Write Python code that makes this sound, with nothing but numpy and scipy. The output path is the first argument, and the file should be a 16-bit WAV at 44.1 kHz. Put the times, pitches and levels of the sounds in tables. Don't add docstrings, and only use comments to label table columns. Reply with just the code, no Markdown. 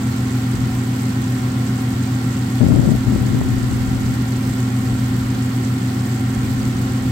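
import sys
import numpy as np
from scipy import signal
from scipy.fft import rfft, irfft, next_fast_len
from scipy.io import wavfile

SR = 44100
rng = np.random.default_rng(int(sys.argv[2]) if len(sys.argv) > 2 else 0)


def digitize_waveform(pressure):
    field = np.atleast_2d(pressure).T
    bounded = np.clip(field, -1, 1)
    quanta = np.round(bounded * 32767).astype(np.int16)
    wavfile.write(sys.argv[1], SR, quanta)


N = 313549

# (lowest pitch [Hz], highest pitch [Hz], typical bursts [per s], typical rise above the weakest burst [dB])
BUBBLE_SIZES = [(1500, 5730, 2200, 3.5), (6020, 10100, 2200, 5), (9100, 19000, 1100, 4.5)]
# (frequency [Hz], left level [dB per Hz], right level [dB per Hz])
FIZZ_COLOUR = [(1500, -76, -78.5), (3430, -88, -81.5), (4340, -84, -73.5), (5500, -81.5, -76.5),
               (6860, -82, -75), (7370, -83.5, -72.5), (8470, -86.5, -76), (9170, -86, -86),
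               (9900, -94, -92), (11000, -92, -94), (11900, -87, -84), (12900, -88, -88), (13900, -94, -90),
               (15200, -88, -90)]
# (frequency [Hz], likeness [0-1])
FIZZ_ALIKE = [(1500, 0.11), (7000, 0.01), (8000, 0.8), (15000, 1)]
# (time [s], relative level [dB], pitch [Hz], left minus right [dB])
LARGE_BUBBLES = [(.3346, -26, 7450, -10), (.5616, -34, 4500, -5), (1.2795, -24, 7350, -9),
                 (2.5895, -31, 3340, -6), (3.7105, -29, 4300, -3), (4.1335, -36, 4600, -6),
                 (6.349, -24, 8510, -10), (7.0244, -23, 7690, -6)]
# (start [s], length of the hold [s], level before it sags [dB])
DRAUGHT_GUSTS = [(0.538, 0.11, -26), (2.597, 0.35, -10), (3.06, 0.58, -14), (3.685, 0.43, -20.5),
                 (4.43, .05, -31), (4.78, 0.47, -33), (6.363, 0.43, -27), (6.994, 0.11, -28)]
# (time [s], thump level [dB], edge level [dB], pitch of the edge [Hz])
EDDY_KNOCKS = [(2.615, 2, -10, 480), (2.632, -2, -17, 480), (2.666, -1, -12, 520), (2.722, -1, -12, 560),
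               (2.760, -2, -13, 420), (2.797, 0, -13, 400), (2.829, -6, -16, 470), (2.877, -4, -26, 380),
               (2.918, -9, -26, 350), (2.952, -5, -18, 380), (3.123, -13, -14, 380), (3.161, -5, -16, 520),
               (3.347, -12, -17, 480), (3.414, -9, -10.5, 560)]
# (frequency [Hz], average level [dB], left minus right [dB])
HOOD_TONES = [(94.56, -33.5, 0), (120.02, -22.2, .3), (127.3, -30.4, .6), (152.8, -42, .5),
              (214.58, -28.6, -1.1), (254.62, -25.3, -1.2), (265.5, -35.7, 1.1)]
# (frequency [Hz], level [dB per Hz])
FAN_ROAR = [(25, -72), (45, -81), (62, -55.5), (78, -52.5), (105, -56), (150, -51.5), (195, -48),
            (235, -54.5), (285, -51.5), (330, -57), (390, -60.5), (440, -74.5), (560, -92)]
# (frequency [Hz], left level [dB per Hz], right level [dB per Hz])
AIR_RUSH = [(70, -91, -95), (201, -65, -57), (320, -65, -67), (430, -70, -67), (507, -62.5, -63),
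            (630, -73, -72.5), (706, -62, -67.5), (970, -67, -69.5), (1085, -65, -69), (1160, -71.5, -67.5),
            (1365, -64, -66.5), (1730, -74, -70), (1830, -72.5, -65), (2190, -68.5, -74),
            (2400, -77.5, -73.5), (3200, -74, -74), (4740, -86.5, -80.5), (9000, -108, -98.5)]
# (frequency [Hz], width [Hz], left level [dB], right level [dB])
DUCT_RESONANCES = [(377.6, 29, -46.5, -41), (479.4, 14, -60, -50), (524.5, 27, -52, -49.5),
                   (752, 22, -46.5, -52), (1358, 36, -51, -55), (1844, 37, -79, -48)]

GUST_ATTACK_S, GUST_SAG_DB_PER_S, GUST_RELEASE_DB_PER_S, STIR_DB = .012, 5.5, 198, -65
CUTOFF_HZ = 15800
LEFT_ONLY = np.array([[1], [0]])


def fizz(burst_s=0.00068, clump_db=1.0, own_clump_db=1.45, hiss_share=0.3, broad_share=0.47):
    shared_clumps_db = clump_db * drift(25)
    bins_hz = np.fft.rfftfreq(next_fast_len(N), 1 / SR)
    colour = from_db(over_frequency(FIZZ_COLOUR))
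    alike = np.clip(over_frequency(FIZZ_ALIKE), 0, 1)
    broad = burst_power(per_s=1200, size_db=2.5, burst_s=burst_s)
    same = different = 0
    for low_hz, high_hz, per_s, size_db in BUBBLE_SIZES:
        clumps_db = shared_clumps_db + own_clump_db * drift(25)
        own = burst_power(per_s * from_db(2 * clumps_db), size_db, burst_s)
        bursts = rms_one(np.sqrt(own + broad_share * broad + hiss_share))
        low_edge = 1 + (low_hz / (bins_hz + 1)) ** 16
        high_edge = 1 + (bins_hz / high_hz) ** 16
        gains = colour / np.sqrt(low_edge * high_edge)
        same = same + filtered(bursts * white(), gains * np.sqrt(alike))
        two_noises = np.array([white(), white()])
        different = different + filtered(bursts * two_noises, gains * np.sqrt(1 - alike))
    return same + hob_corner(different, echo_gain=0.13)


def pops(cycles=7, gain_db=-2):
    out = np.zeros((2, N))
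    t = np.arange(SR // 100) / SR
    for time_s, level_db, hz, pan_db in LARGE_BUBBLES:
        at = round(time_s * SR)
        ring = np.sin(2 * np.pi * hz * t) * np.exp(-hz * t / cycles)
        out[:, at:at + len(t)] += from_db(level_db + gain_db) * panned(pan_db) * ring
    return out


def knocks(body_hz=140):
    t = np.arange(-SR // 50, SR // 50) / SR
    pressure = np.zeros(N)
    for time_s, thump_db, edge_db, edge_hz in EDDY_KNOCKS:
        thump = push_and_pull(t, body_hz)
        edge = push_and_pull(t, edge_hz)
        at = round(time_s * SR) - len(t) // 2
        pressure[at:at + len(t)] += from_db(thump_db) * thump + from_db(edge_db) * edge
    return LEFT_ONLY * band(pressure, 80, 1500)


def push_and_pull(t, hz):
    u = 2 * np.pi * hz * t
    return -u * np.exp((1 - u * u) / 2)


def draught(rumble_db=-3, churn_db=-3, rasp_db=-16.0, full_db=-11, flutter_db=-17, flutter_pan_db=4,
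            flutter_growth=-0.71, churn_growth=0.86, rasp_growth=1.6, lumpy_db=3):
    level_db = gust_level()
    force_db = level_db - full_db
    lumps = from_db(lumpy_db * drift(45))
    flutter = from_db(flutter_db + flutter_growth * force_db) * rms_one(band(white(), 42, 90))
    rumble = from_db(rumble_db) * rms_one(band(white(), 73, 144.5))
    churn = from_db(churn_db + churn_growth * force_db) * rms_one(band(white(), 132, 294, order=3))
    rasp_noise = rms_one(band(lumps * white(), 260, 640, order=3))
    rasp = from_db(rasp_db + rasp_growth * force_db) * rasp_noise
    both_ports = panned(flutter_pan_db) * flutter
    return from_db(level_db) * (both_ports + LEFT_ONLY * (rumble + churn + rasp))


def gust_level():
    t = np.arange(N) / SR
    strength = from_db(STIR_DB)
    for start_s, length_s, level_db in DRAUGHT_GUSTS:
        age = np.maximum(t - start_s, 0)
        fall_db = GUST_SAG_DB_PER_S * age + GUST_RELEASE_DB_PER_S * np.maximum(age - length_s, 0)
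        attack = np.minimum(age / GUST_ATTACK_S, 1)
        strength = strength + attack * from_db(level_db - fall_db)
    return 20 * np.log10(strength)


def hum(waver_db=.5, wander_rad=0.057):
    t, out = np.arange(N) / SR, 0
    for hz, level_db, pan_db in HOOD_TONES:
        phase = 2 * np.pi * (hz * t + rng.random()) + wander_rad * drift(0.62)
        tone = np.sqrt(2) * np.sin(phase)
        out = out + tone * from_db(level_db + waver_db * drift(1.7)) * panned(pan_db)
    return out


def airflow():
    roar = filtered(white(), from_db(over_frequency(FAN_ROAR)))
    rush = filtered(np.array([white(), white()]), from_db(over_frequency(AIR_RUSH)))
    duct = 0
    for hz, width_hz, left_db, right_db in DUCT_RESONANCES:
        ringing = rms_one(resonance(white(), hz, width_hz))
        duct = duct + from_db([[left_db], [right_db]]) * ringing
    return roar + hob_corner(rush) + duct


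def hob_corner(x, echo_gain=.17, count=8):
    out = x.copy()
    delays = (rng.uniform(.002, .016, (2, count)) * SR).astype(int)
    for ear, lags in enumerate(delays):
        for lag in lags:
            out[ear, lag:] += echo_gain * x[ear, :-lag]
    return out / np.sqrt(1 + count * echo_gain ** 2)


def burst_power(per_s, size_db, burst_s):
    born = rng.random(N) < per_s / SR
    sizes = from_db(size_db * np.minimum(rng.exponential(1, N), 5))
    power = signal.lfilter([1], [1, -np.exp(-1 / (burst_s * SR))], born * sizes ** 2)
    return power / power.mean()


def resonance(x, hz, width_hz):
    r = np.exp(-np.pi * width_hz / SR)
    feed = np.array([1, 0, -1]) * (1 - r * r) / 2
    return signal.lfilter(feed, [1, -2 * r * np.cos(2 * np.pi * hz / SR), r * r], x)


def drift(rate_hz):
    r = np.exp(-80 * np.pi * rate_hz / SR)
    chance = rng.standard_normal(N // 40 + 4002)
    slow = signal.lfilter([1], [1, -2 * r, r * r], chance)[4000:]
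    return np.interp(np.arange(N) / 40, np.arange(len(slow)), rms_one(slow))


def white():
    return rng.standard_normal(N) * np.sqrt(SR / 2)


def band(x, low_hz, high_hz, order=2):
    sos = signal.butter(order, [low_hz, high_hz], "band", fs=SR, output="sos")
    return signal.sosfilt(sos, x + 1e-18)


def over_frequency(table):
    hz, *columns = np.transpose(table)
    bins_hz = np.fft.rfftfreq(next_fast_len(N), 1 / SR)
    log_bins = np.log(np.maximum(bins_hz, 1))
    return np.array([np.interp(log_bins, np.log(hz), column) for column in columns])


def filtered(x, gains):
    size = next_fast_len(N)
    return irfft(rfft(x, size) * gains, size)[..., :N]


def panned(pan_db):
    return from_db(np.array([[pan_db], [-pan_db]]) / 2)


def rms_one(x):
    return x / np.sqrt(np.mean(x ** 2) + 1e-20)


def from_db(db):
    return 10 ** (np.asarray(db) / 20)


def scene():
    return fizz() + pops() + knocks() + draught() + hum() + airflow()


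def record(dry, ceiling=1.0):
    rounded = dry / (1 + (dry / ceiling) ** 6) ** (1 / 6)
    return signal.sosfilt(signal.ellip(12, .1, 90, CUTOFF_HZ, fs=SR, output="sos"), rounded)


dry = scene()
out = record(dry)
digitize_waveform(out)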